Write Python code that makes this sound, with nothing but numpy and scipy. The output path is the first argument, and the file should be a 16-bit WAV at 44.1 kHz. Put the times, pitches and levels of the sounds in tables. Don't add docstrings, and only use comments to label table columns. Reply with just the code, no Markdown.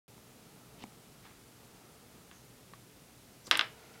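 import sys
import numpy as np
from scipy import signal
from scipy.fft import rfft, irfft
from scipy.io import wavfile

SR = 44100
rng = np.random.default_rng(int(sys.argv[2]) if len(sys.argv) > 2 else 0)


def file_out(sig):
    cols = np.atleast_2d(sig).T
    lim = np.clip(cols, -1, 1)
    pcm = np.round(lim * 32767).astype(np.int16)
    wavfile.write(sys.argv[1], SR, pcm)


N = 176400

# frequency in Hz, relative level in dB.
HISS_SPECTRUM = [(15, -41), (25, -13), (64, -6), (91, -7.5), (104, -4), (123, -1.5), (148, -1.5),
                 (200, -4.5), (352, -7.5), (425, -8.5), (834, -15.5), (1250, -17.5), (1640, -18),
                 (11400, -22.5), (15800, -28)]
# frequency in Hz, rms level in dB.
HUM_TONES = [(120, -70), (240, -77), (14994, -83)]
# band centre in Hz, relative level in dB, T60 in seconds.
ROOM_BANDS = [(140, -12.5, .45), (300, -11, 0.38), (603, -6, 0.25), (1200, -0.5, 0.24), (1900, 3, 0.21),
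              (2400, -2, 0.27), (3420, -3.5, 0.24), (4400, -9.5, 0.23), (5200, -7.5, 0.24),
              (5960, -20, 0.22), (12000, -25, 0.19)]
# frequency in Hz, relative level in dB, T60 in seconds.
ROOM_RESONANCES = [(310.4, -49.5, 0.47), (633, -51.5, 0.49), (1220, -42.5, 0.24), (1440, -47, 0.2),
                   (1638, -43, .33), (1669, -47, 0.31), (1790, -45, 0.29), (2220, -44, 0.39),
                   (2660, -48, 0.27), (2920, -41, 0.36), (2985, -47.5, .33), (3168, -46, 0.32),
                   (3432, -44, 0.22), (3512, -45, .25)]
# time in seconds, gain in dB.
RUSTLE_ENVELOPE = [(.1, -72.5), (.4, -66), (.75, -64.5), (1.1, -66.5), (1.45, -71), (1.7, -63.5),
                   (2.2, -67.5), (2.8, -75), (3.5, -75)]
# centre in Hz, width in octaves, relative level in dB.
RUSTLE_SPECTRUM = [(190, 0.46, -1.5), (436, 0.092, -5.5), (720, 0.39, -4.5), (1275, 0.14, -7.5)]
# start in seconds, gain in dB.
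BUMP_EVENTS = [(0.179, -52), (0.8387, -34.5), (.868, -55), (.922, -53)]
# frequency in Hz, relative level in dB, T60 in seconds.
BUMP_MODES = [(218, 1, 0.027), (320, -1.5, 0.02), (770, -0.5, .012), (980, -0.5, 0.012), (2230, -3, 0.0094),
              (7600, -2, 0.0019)]
# peak time in seconds, level in dB, rise and fall in seconds,
# centre in Hz, width in octaves.
RUB_EVENTS = [(.835, -52.5, 0.031, 0.0033, 2960, 0.56), (.835, -52, .05, 0.0088, 260, 1.15),
              (1.254, -55, 0.014, 0.051, 1270, 1.02), (2.37, -65.5, .06, .04, 6300, .1),
              (3.462, -55, 0.013, 0.015, 5860, .25), (3.468, -45.5, 0.0015, 0.011, 5350, 0.57),
              (3.479, -49.5, 0.0093, 0.013, 169, 2)]
# start in seconds, gain in dB, contact cutoff in Hz, rocking gain in dB.
NUDGE_EVENTS = [(2.3128, -32, 3500, -20), (2.7356, -35, 2400, 0)]
# frequency in Hz, relative level in dB, T60 in seconds.
ROCKING_MODES = [(1136, -8, 0.032), (1820, -9, 0.013), (4160, -4, 0.011)]
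# centre in Hz, width in octaves, level in dB.
WHIR_BANDS = [(453, 0.076, -64.5), (745, 0.37, -65.5), (1410, 0.096, -67.5), (2070, 0.26, -68.5),
              (3300, 0.7, -68)]
# frequency in Hz, relative level in dB, T60 in seconds.
HOLDER_MODES = [(520, -35, 0.016), (840, -30, 0.013), (1236, -21, .019), (1560, -18, .016),
                (2110, -18.5, .012), (2750, -14, 0.011), (3310, -10, .007), (3870, -11, 0.0059),
                (5100, -19, 0.0063), (5850, -20, .004), (6940, -26, 0.0033)]
# frequency in Hz, relative level in dB, T60 in seconds.
TIP_MODES = [(5400, -16, 0.0044), (8620, -2.5, 0.011), (8900, -9, .006), (10840, -6, 0.009),
             (13500, -9, .008)]
# start in seconds, gain in dB, contact cutoff in Hz, tip gain in dB,
# room send in dB.
KNOCK_EVENTS = [(3.5118, 1, 7540, -24, -0.5), (3.5537, -8, 3900, -48, -5.5), (3.5728, -15.5, 4000, -24, -2),
                (3.5931, -1.8, 4560, -42, -6.5), (3.6105, -6.5, 4500, -48, -4.5)]

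HISS_DB, RUB_GRAIN = -58, 0.37
TAIL_DB, ROOM_BUILD_S = -17, 0.0018
NEAR_DB, NEAR_T60_S, NEAR_BUILD_S = -30.5, 0.028, 0.0012
SPIN_START_S, SPIN_RISE_S, SPIN_HZ, WOBBLE_DEPTH = 3.65, 0.15, 23.5, 0.14
WHIR_UNEVEN_DB, WHIR_UNEVEN_HZ = 2, 15
CRACK_DB, CRACK_T60_S, CRACK_HZ = 0.5, 0.012, 6500
LOW_CUT_HZ, TIP_ROOM_DB = 150, -4
START_S, LOWPASS_HZ = 0.08, 15850


def undb(db):
    return 10 ** (np.asarray(db) / 20)


def add(out, at_s, x):
    i = int(round(at_s * SR))
    out[i:i + len(x)] += x[:N - i]


def bin_octaves(size):
    return np.log2(np.maximum(np.fft.rfftfreq(size, 1 / SR), 1))


def noise(gain, size=N):
    x = irfft(rfft(rng.standard_normal(size)) * gain(bin_octaves(size)), size)
    return x / x.std()


def band(hz, width_oct, size=N):
    return noise(lambda octave: np.exp(-0.5 * np.minimum(((octave - np.log2(hz)) / width_oct) ** 2, 60)),
                 size)


def even_noise(size, block=512):
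    phases = 2 * np.pi * rng.random((size // block + 1, block // 2 + 1))
    return np.fft.irfft(np.exp(1j * phases)).ravel()[:size] * np.sqrt(block)


def burst(db, t60_s, size=4096):
    t = np.arange(size) / SR
    return even_noise(size, block=128) * undb(db - 60 * t / t60_s)


def ring(modes, ratio=1, size=4096):
    t = np.arange(size) / SR
    return sum(ratio ** k * undb(db - 60 * t / t60_s) * np.sin(2 * np.pi * hz * t)
               for k, (hz, db, t60_s) in enumerate(modes))


def contact(x, cutoff_hz):
    x = signal.sosfilt(signal.butter(2, LOW_CUT_HZ, "high", fs=SR, output="sos"), x)
    return signal.sosfilt(signal.butter(2, cutoff_hz, fs=SR, output="sos"), x)


def background(t):
    hiss_hz, hiss_db = np.transpose(HISS_SPECTRUM)
    hiss = noise(lambda octave: undb(np.interp(octave, np.log2(hiss_hz), hiss_db)))
    hum = sum(np.sqrt(2) * undb(db) * np.sin(2 * np.pi * (hz * t + rng.random())) for hz, db in HUM_TONES)
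    return undb(HISS_DB) * hiss + hum


def room():
    size = SR // 2
    t = np.arange(size) / SR
    white, tail = rfft(even_noise(size)), 0
    centres_oct = np.log2([row[0] for row in ROOM_BANDS])
    for (_, db, t60_s), share in zip(ROOM_BANDS, np.eye(len(ROOM_BANDS))):
        weight = np.interp(bin_octaves(size), centres_oct, share)
        tail += irfft(white * weight, size) * undb(db - 60 * t / t60_s)
    build = 1 - np.exp(-(t / ROOM_BUILD_S) ** 2)
    return (undb(TAIL_DB) * tail + ring(ROOM_RESONANCES, size=size)) * build


def scatter(x):
    near = burst(NEAR_DB, NEAR_T60_S)
    t = np.arange(len(near)) / SR
    near *= 1 - np.exp(-(t / NEAR_BUILD_S) ** 2)
    return x + signal.fftconvolve(x, near)[:len(x)]


def handling(t):
    out, lag_s = np.zeros(N), np.arange(-SR // 4, SR // 4) / SR
    for start_s, db in BUMP_EVENTS:
        add(out, start_s, undb(db) * ring(BUMP_MODES, ratio=-0.99))
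    for peak_s, db, rise_s, fall_s, hz, width_oct in RUB_EVENTS:
        rub = band(hz, width_oct, len(lag_s))
        rub *= np.exp(RUB_GRAIN * band(hz=105, width_oct=1, size=len(lag_s)))
        envelope = np.exp(-np.maximum(-lag_s / rise_s, lag_s / fall_s))
        add(out, peak_s + lag_s[0], undb(db) * envelope * rub / rub.std())
    rustle = sum(undb(db) * band(hz, width_oct) for hz, width_oct, db in RUSTLE_SPECTRUM)
    return out + rustle * undb(np.interp(t, *np.transpose(RUSTLE_ENVELOPE)))


def nudges(room_ir):
    out = np.zeros(N)
    for start_s, db, cutoff_hz, rock_db in NUDGE_EVENTS:
        tick = ring(HOLDER_MODES, ratio=-0.98) + undb(rock_db) * ring(ROCKING_MODES)
        add(out, start_s, undb(db) * contact(tick, cutoff_hz))
        add(out, start_s, undb(db) * contact(room_ir, cutoff_hz))
    return out


def whir():
    out, t = np.zeros(N), np.arange(SR // 2) / SR
    scrape = 0
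    for hz, width_oct, db in WHIR_BANDS:
        uneven_db = WHIR_UNEVEN_DB * band(WHIR_UNEVEN_HZ, width_oct=0.91, size=len(t))
        scrape += undb(db + uneven_db) * band(hz, width_oct, len(t))
    wobble = 1 + WOBBLE_DEPTH * np.sin(2 * np.pi * SPIN_HZ * t)
    add(out, SPIN_START_S, np.minimum(t / SPIN_RISE_S, 1) * wobble * scrape)
    return out


def knocks(room_ir):
    out = np.zeros(N)
    wood, tip = ring(HOLDER_MODES, ratio=-1.026), ring(TIP_MODES, ratio=-0.96)
    tip_tail = undb(TIP_ROOM_DB) * signal.fftconvolve(room_ir, tip)
    for start_s, db, cutoff_hz, tip_db, send_db in KNOCK_EVENTS:
        crack = contact(np.diff(burst(CRACK_DB, CRACK_T60_S), prepend=0), CRACK_HZ)
        direct = undb(db) * contact(wood, cutoff_hz) + undb(tip_db) * (tip + crack)
        add(out, start_s, scatter(direct))
        add(out, start_s, undb(db + send_db) * contact(room_ir, cutoff_hz))
        add(out, start_s, undb(tip_db) * tip_tail)
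    return out


def scene():
    t, room_ir = np.arange(N) / SR, room()
    return (knocks(room_ir) + nudges(room_ir) + handling(t) + whir() + background(t))[None]


def record(dry):
    gate = np.arange(N) / SR >= START_S
    return signal.sosfilt(signal.ellip(10, 0.2, 70, LOWPASS_HZ, fs=SR, output="sos"), dry * gate)


dry = scene()
out = record(dry)
file_out(out)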